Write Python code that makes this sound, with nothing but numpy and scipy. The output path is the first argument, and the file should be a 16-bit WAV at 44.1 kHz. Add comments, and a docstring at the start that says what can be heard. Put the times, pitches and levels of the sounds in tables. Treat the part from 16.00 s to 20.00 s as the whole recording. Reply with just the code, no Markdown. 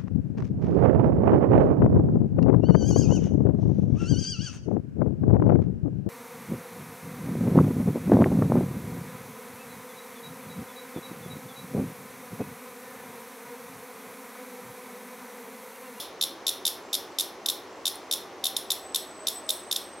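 """A cicada on a wooden floor near a wall rasps from the start, over steady room noise, in short bursts of
one to three strokes. In each stroke its tymbal, a ribbed drum skin, buckles with a ringing click and snaps
back with a brighter one; the wall repeats both and the small room rings on. Wisps of a thin high whistle
appear at 0.8 s, three tiny ticks come just before 2 s, then a faint far tone sinks. From about 2.7 s the
whistle swells and rises, and near 3 s a faint hum joins for a moment."""
import sys
import numpy as np
from scipy import signal
from scipy.fft import rfft, irfft
from scipy.io import wavfile

SR = 44100
rng = np.random.default_rng(int(sys.argv[2]) if len(sys.argv) > 2 else 0)


def transcribe(u):
    """Save the signal u as a 16-bit wav file named by the first command-line argument.

    u: samples, shape (n,) or (channels, n), limited to [-1, 1]; the rate is SR.
    q: integer samples, one column per channel.
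    """
    v = np.clip(np.atleast_2d(u).T, -1, 1)
    q = np.round(v * 32767).astype(np.int16)
    wavfile.write(sys.argv[1], SR, q)


N = 176400
PRE_ROLL_S = .1  # lets a burst begin just before the scene does
FIRST = int(PRE_ROLL_S * SR)  # the sample where the scene begins


def cicada():
    """The tymbal buckles and snaps back; through a burst the strokes get a little quicker and weaker."""
    # bursts of strokes: start t/s, number of strokes, first interval/ms, level/dB
    bursts = [(-.037, 3, 15, -1.5), (0.2118, 3, 12.8, 0), (0.4672, 3, 12.1, 0.5), (0.6525, 3, 12.5, 0),
              (.9300, 3, 10.6, -.6), (1.1860, 3, 10.8, 0), (1.4599, 1, 12, 0), (1.4863, 2, 12.3, 0),
              (1.8548, 3, 11.7, -1.1), (2.1121, 3, 12.1, -0.5), (2.4404, 3, 13.5, -0.5),
              (2.5657, 1, 12, -0.3), (2.704, 2, 12.5, 0.4), (2.9463, 2, 12.1, -0.4),
              (3.2699, 2, 12.7, -0.1), (3.4910, 2, 12, 0.5), (3.7130, 2, 12.6, -1), (3.7611, 1, 12, 0)]
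    # ribs give way one after another: lag from the main rib/ms, level/dB
    buckle_ribs = [(-.55, -15), (0, 1), (0.539, -12.5), (1.1, -27)]
    # they spring back in a quicker run: lag from the main rib/ms, level/dB
    snap_ribs = [(-.5, -11), (0, 0.5), (.3, -12)]
    # tones of the buckling tymbal: f/Hz, level/dB, time to fade by 60 dB/ms
    buckle_tones = [(3712, -1.5, 4.07), (4560, -4.5, 0.93), (5110, -2, 1.84), (7610, -15.5, 1.63),
                    (11400, -10, 3.8), (12100, -15, 2.8)]
    # tones of the tymbal snapping back: f/Hz, level/dB, time to fade by 60 dB/ms
    snap_tones = [(3780, -14, 4.5), (7700, -5, 0.9), (9980, -2.5, 1.84), (11076, 1.5, 2.04),
                  (12700, -7, 2.7), (14700, -19, 2.5)]
    stroke_db, fade_db, quicken = -12, -0.17, .93  # base level; level step and interval ratio per stroke
    track = np.zeros(N + SR // 2)
    for at_s, strokes, interval_ms, burst_db in bursts:
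        for k in range(strokes):
            db = stroke_db + burst_db + k * fade_db
            held_ms = 3.4 if k == strokes - 1 else 3.5  # the last stroke tends to let go sooner
            held_ms += 0.074 * rng.standard_normal()
            rib_run(track, at_s, buckle_ribs, buckle_tones, db, jitter_ms=0.016)
            rib_run(track, at_s + held_ms / 1000, snap_ribs, snap_tones, db, jitter_ms=0.053)
            at_s += interval_ms * quicken ** k / 1000
    return cut(track, 2956, "high", order=5)  # a small body gives off little low sound


def rib_run(track, at_s, ribs, tones, db, jitter_ms):
    """The ribs click in turn, a little unevenly, and each sets the same tones ringing."""
    for lag_ms, rib_db in ribs:
        slip_ms = jitter_ms * rng.standard_normal()
        click(track, at_s + (lag_ms + slip_ms) / 1000, tones, db + rib_db)


def click(track, at_s, tones, db):
    """Add one click to the track: a few tones start sharply and die away, a bit different each time."""
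    rise_ms, pitch_scatter, level_scatter_db = 0.071, 0.015, 1.38
    start = (at_s + PRE_ROLL_S) * SR
    i = int(start)
    t = np.maximum(np.arange(SR // 100) - (start - i), 0) / SR  # may start between two samples
    ms = t * 1000
    for hz, tone_db, fade_ms in tones:
        pitch = hz * (1 + pitch_scatter * rng.standard_normal())
        gain = undb(db + tone_db + level_scatter_db * rng.standard_normal())
        shape = (1 - np.exp(-ms / rise_ms)) * undb(-60 * ms / fade_ms)
        track[i:i + len(t)] += gain * shape * np.sin(2 * np.pi * pitch * t)


def room(direct):
    """The sound arrives straight, then off the near wall, then as weaker echoes and a fading tail."""
    # tone colour of the near wall's echo: f/Hz, level/dB
    wall_colour = [(2500, -17), (3600, 3.5), (3950, -1), (4300, 10), (5300, -3), (7500, 8.5), (8800, -0.5),
                   (10100, -1.5), (11300, -5), (12600, -8), (15000, -16)]
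    # echoes from cupboards and far walls: delay/ms, level/dB
    echoes = [(9.8, -21), (14.2, -24), (18.8, -24)]
    # tone colour of the difference between left and right: f/Hz, level/dB
    side_colour = [(2800, -8), (3500, 5.5), (4400, 6), (6000, 1.5), (9000, -0.5), (14000, -8.5)]
    wall = colour(delay(direct, ms=2.23), wall_colour)
    far_echoes = sum(undb(db) * delay(direct, ms) for ms, db in echoes)
    mid = direct + wall + far_echoes + reverberation(direct)
    side = undb(-21) * wall - undb(-17.5) * direct + undb(-19) * reverberation(direct)
    side = np.imag(signal.hilbert(side))  # quarter-cycle shift: the ears differ mostly in timing
    return stereo(mid, colour(side, side_colour))[:, FIRST:FIRST + N]


def reverberation(x):
    """Countless echoes blur into a tail that dies sooner in the treble."""
    # tone colour of the room's tail: f/Hz, level/dB
    tail_colour = [(2500, -3), (3150, -4.5), (3400, -4.5), (3700, -9), (3980, -9), (4250, 4.5), (4550, -3),
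                   (5500, -4), (7500, -2), (10000, -3.5), (11300, -6), (13000, -4), (15500, -1)]
    low_fade_s, treble_fade_s, build_s = 0.45, 0.27, 0.0032  # a fade is a drop of 60 dB
    t = np.arange(SR // 2) / SR
    noise = rng.standard_normal(len(t))
    low = colour(noise, [(5000, -5), (11000, -39)])
    treble = noise - low
    tail = low * undb(-60 * t / low_fade_s) + treble * undb(-60 * t / treble_fade_s)
    tail *= 1 - np.exp(-t / build_s)
    tail /= np.linalg.norm(tail)
    return colour(signal.fftconvolve(x, tail)[:len(x)], tail_colour)


def whistle():
    """A thin high tone, first in wisps, then swelling and creeping upward."""
    # path of the whistle: t/s, f/Hz, level/dB
    path = [(.78, 7540, -83), (.86, 7500, -64), (1.0, 7630, -74), (1.13, 7650, -68), (1.3, 7600, -88),
            (1.62, 7750, -84), (1.73, 7590, -67), (1.85, 7700, -75), (2.03, 7550, -69), (2.2, 7700, -86),
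            (2.6, 7800, -84), (2.69, 7830, -61), (2.8, 7980, -59), (2.87, 8020, -50.5), (2.99, 8010, -48),
            (3.04, 8010, -52), (3.13, 7980, -50.5), (3.28, 8050, -53.5), (3.37, 8040, -42),
            (3.43, 8080, -52.5), (3.53, 8100, -44.5), (3.62, 8100, -49.5), (3.74, 8170, -52),
            (3.82, 8215, -52), (4.0, 8270, -50.5)]
    return fluttering_tone(path, width_hz=64, rough=.7)


def ticks():
    """Something small and hard ticks three times, and the room rings on."""
    # the tiny ticks: t/s, level/dB
    hits = [(1.947, -39), (1.9565, -24), (1.964, -41)]
    # tones they ring with: f/Hz, level/dB, time to fade by 60 dB/ms
    tones = [(9970, -3.5, 10.4), (10400, -10, 6), (14200, -11, 4)]
    track = np.zeros(N + SR // 2)
    for at_s, db in hits:
        click(track, at_s, tones, db)
    return (track + undb(-7) * reverberation(track))[FIRST:FIRST + N]


def hum():
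    """A faint wavering tone that comes and goes."""
    # loudness of the hum: t/s, level/dB
    levels = [(2.93, -85), (3.02, -48), (3.12, -71), (3.2, -51), (3.31, -52.5), (3.37, -65), (3.43, -51),
              (3.55, -46.5), (3.6, -80)]
    pitch_hz, waver_radians = 631, 0.43
    t = np.arange(N) / SR
    times, db = np.array(levels).T
    tone = np.sin(2 * np.pi * pitch_hz * t + waver_radians * wander(hz=6.5))
    return undb(np.interp(t, times, db)) * unit(tone)


def far_tone():
    """A faint distant tone that sinks."""
    # path of the tone: t/s, f/Hz, level/dB
    path = [(2.15, 827, -72), (2.32, 805, -56), (2.48, 768, -51.5), (2.65, 780, -70), (2.87, 760, -50),
            (3.0, 760, -75)]
    return fluttering_tone(path, width_hz=18, rough=0.64)


def drone():
    """A low resonance in the room noise: a narrow band of noise around one pitch."""
    pitch_hz, width_hz = 375.2, 19.4
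    tone = np.exp(2j * np.pi * pitch_hz * np.arange(N) / SR)
    return undb(-56.5) * unit(np.real(flutter(width_hz) * tone))


def room_noise():
    """Steady low noise with a soft hiss above it; the bass is alike on both sides."""
    # tone colour of the low noise: f/Hz, relative level/dB
    low_colour = [(15, -60), (25, -44), (65, -17.5), (145, -16.5), (311, -3), (376, -3), (456, -2),
                  (521, -2.5), (573, -3), (618, -5), (793, -4.5), (924, -6), (1100, -6), (1250, -9.5),
                  (1670, -14.5), (1800, -12.5), (2400, -16), (3120, -32), (5280, -120)]
    # tone colour of the hiss: f/Hz, relative level/dB
    hiss_colour = [(2400, 7.5), (3500, -1), (5000, -2), (6200, -1), (7500, -11), (10000, -13),
                   (15500, -21.5)]

    def noise():
        low = cut(colour(rng.standard_normal(N), low_colour), 2430, "low", order=6)
        hiss = cut(colour(rng.standard_normal(N), hiss_colour), 2630, "high", order=6)
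        return undb(-44.5 - 0.1 * wander(hz=3.2)) * unit(low) + undb(-56) * unit(hiss)
    mid = noise()
    side = colour(noise(), [(300, -7.5), (700, -0.5), (1500, 2.5), (6000, 5), (10000, -1)])
    return stereo(mid, undb(-14) * side)


def fluttering_tone(path, width_hz, rough):
    """An unsteady tone that follows points of t/s, f/Hz, level/dB."""
    t = np.arange(N) / SR
    times, hz, db = np.array(path).T
    phase = 2 * np.pi * np.cumsum(np.interp(t, times, hz)) / SR
    tone = np.real((1 + rough * flutter(width_hz)) * np.exp(1j * phase))
    return undb(np.interp(t, times, db)) * unit(tone)


def flutter(hz):
    """A random factor that shakes both the level and the phase (wave timing) of a tone."""
    return wander(hz) + 1j * wander(hz)


def wander(hz):
    """Random motion mostly slower than hz, with a typical size of 1."""
    f = np.fft.rfftfreq(N, 1 / SR)
    return unit(irfft(rfft(rng.standard_normal(N)) / (1 + (f / hz) ** 2), N))


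def colour(x, points):
    """Make some pitches louder and others softer, along points of f/Hz, level/dB."""
    hz, db = np.array(points, float).T
    f = np.maximum(np.fft.rfftfreq(len(x), 1 / SR), 1)
    gain = undb(np.interp(np.log(f), np.log(hz), db))
    return irfft(rfft(x) * gain, len(x))


def cut(x, hz, kind, order):
    """Keep the "low" or "high" side of hz; a higher order cuts more steeply."""
    return signal.sosfilt(signal.butter(order, hz, kind, fs=SR, output="sos"), x)


def delay(x, ms):
    """Make a sound later, even by a fraction of a sample."""
    f = np.fft.rfftfreq(len(x), 1 / SR)
    return irfft(rfft(x) * np.exp(-2j * np.pi * f * ms / 1000), len(x))


def undb(db):
    """Turn decibels into a factor to multiply by."""
    return 10 ** (np.asarray(db) / 20)


def unit(x):
    """Scale to a typical size (root mean square) of 1."""
    return x / np.sqrt(np.mean(x ** 2))


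def stereo(mid, side):
    """Left and right from what they share (mid) and what sets them apart (side)."""
    return np.array([mid + side, mid - side])


def scene():
    """The cicada in its room, over the background."""
    low_tones = drone() + far_tone()
    return room(cicada()) + room_noise() + low_tones + whistle() + hum() + ticks()


def record(dry):
    """Round off the highest peaks and cut the very top of the treble."""
    ceiling, top_hz = 0.56, 15850
    rounded = ceiling * np.tanh(dry / ceiling)
    return signal.sosfilt(signal.ellip(10, .2, 70, top_hz, fs=SR, output="sos"), rounded)


dry = scene()
out = record(dry)
transcribe(out)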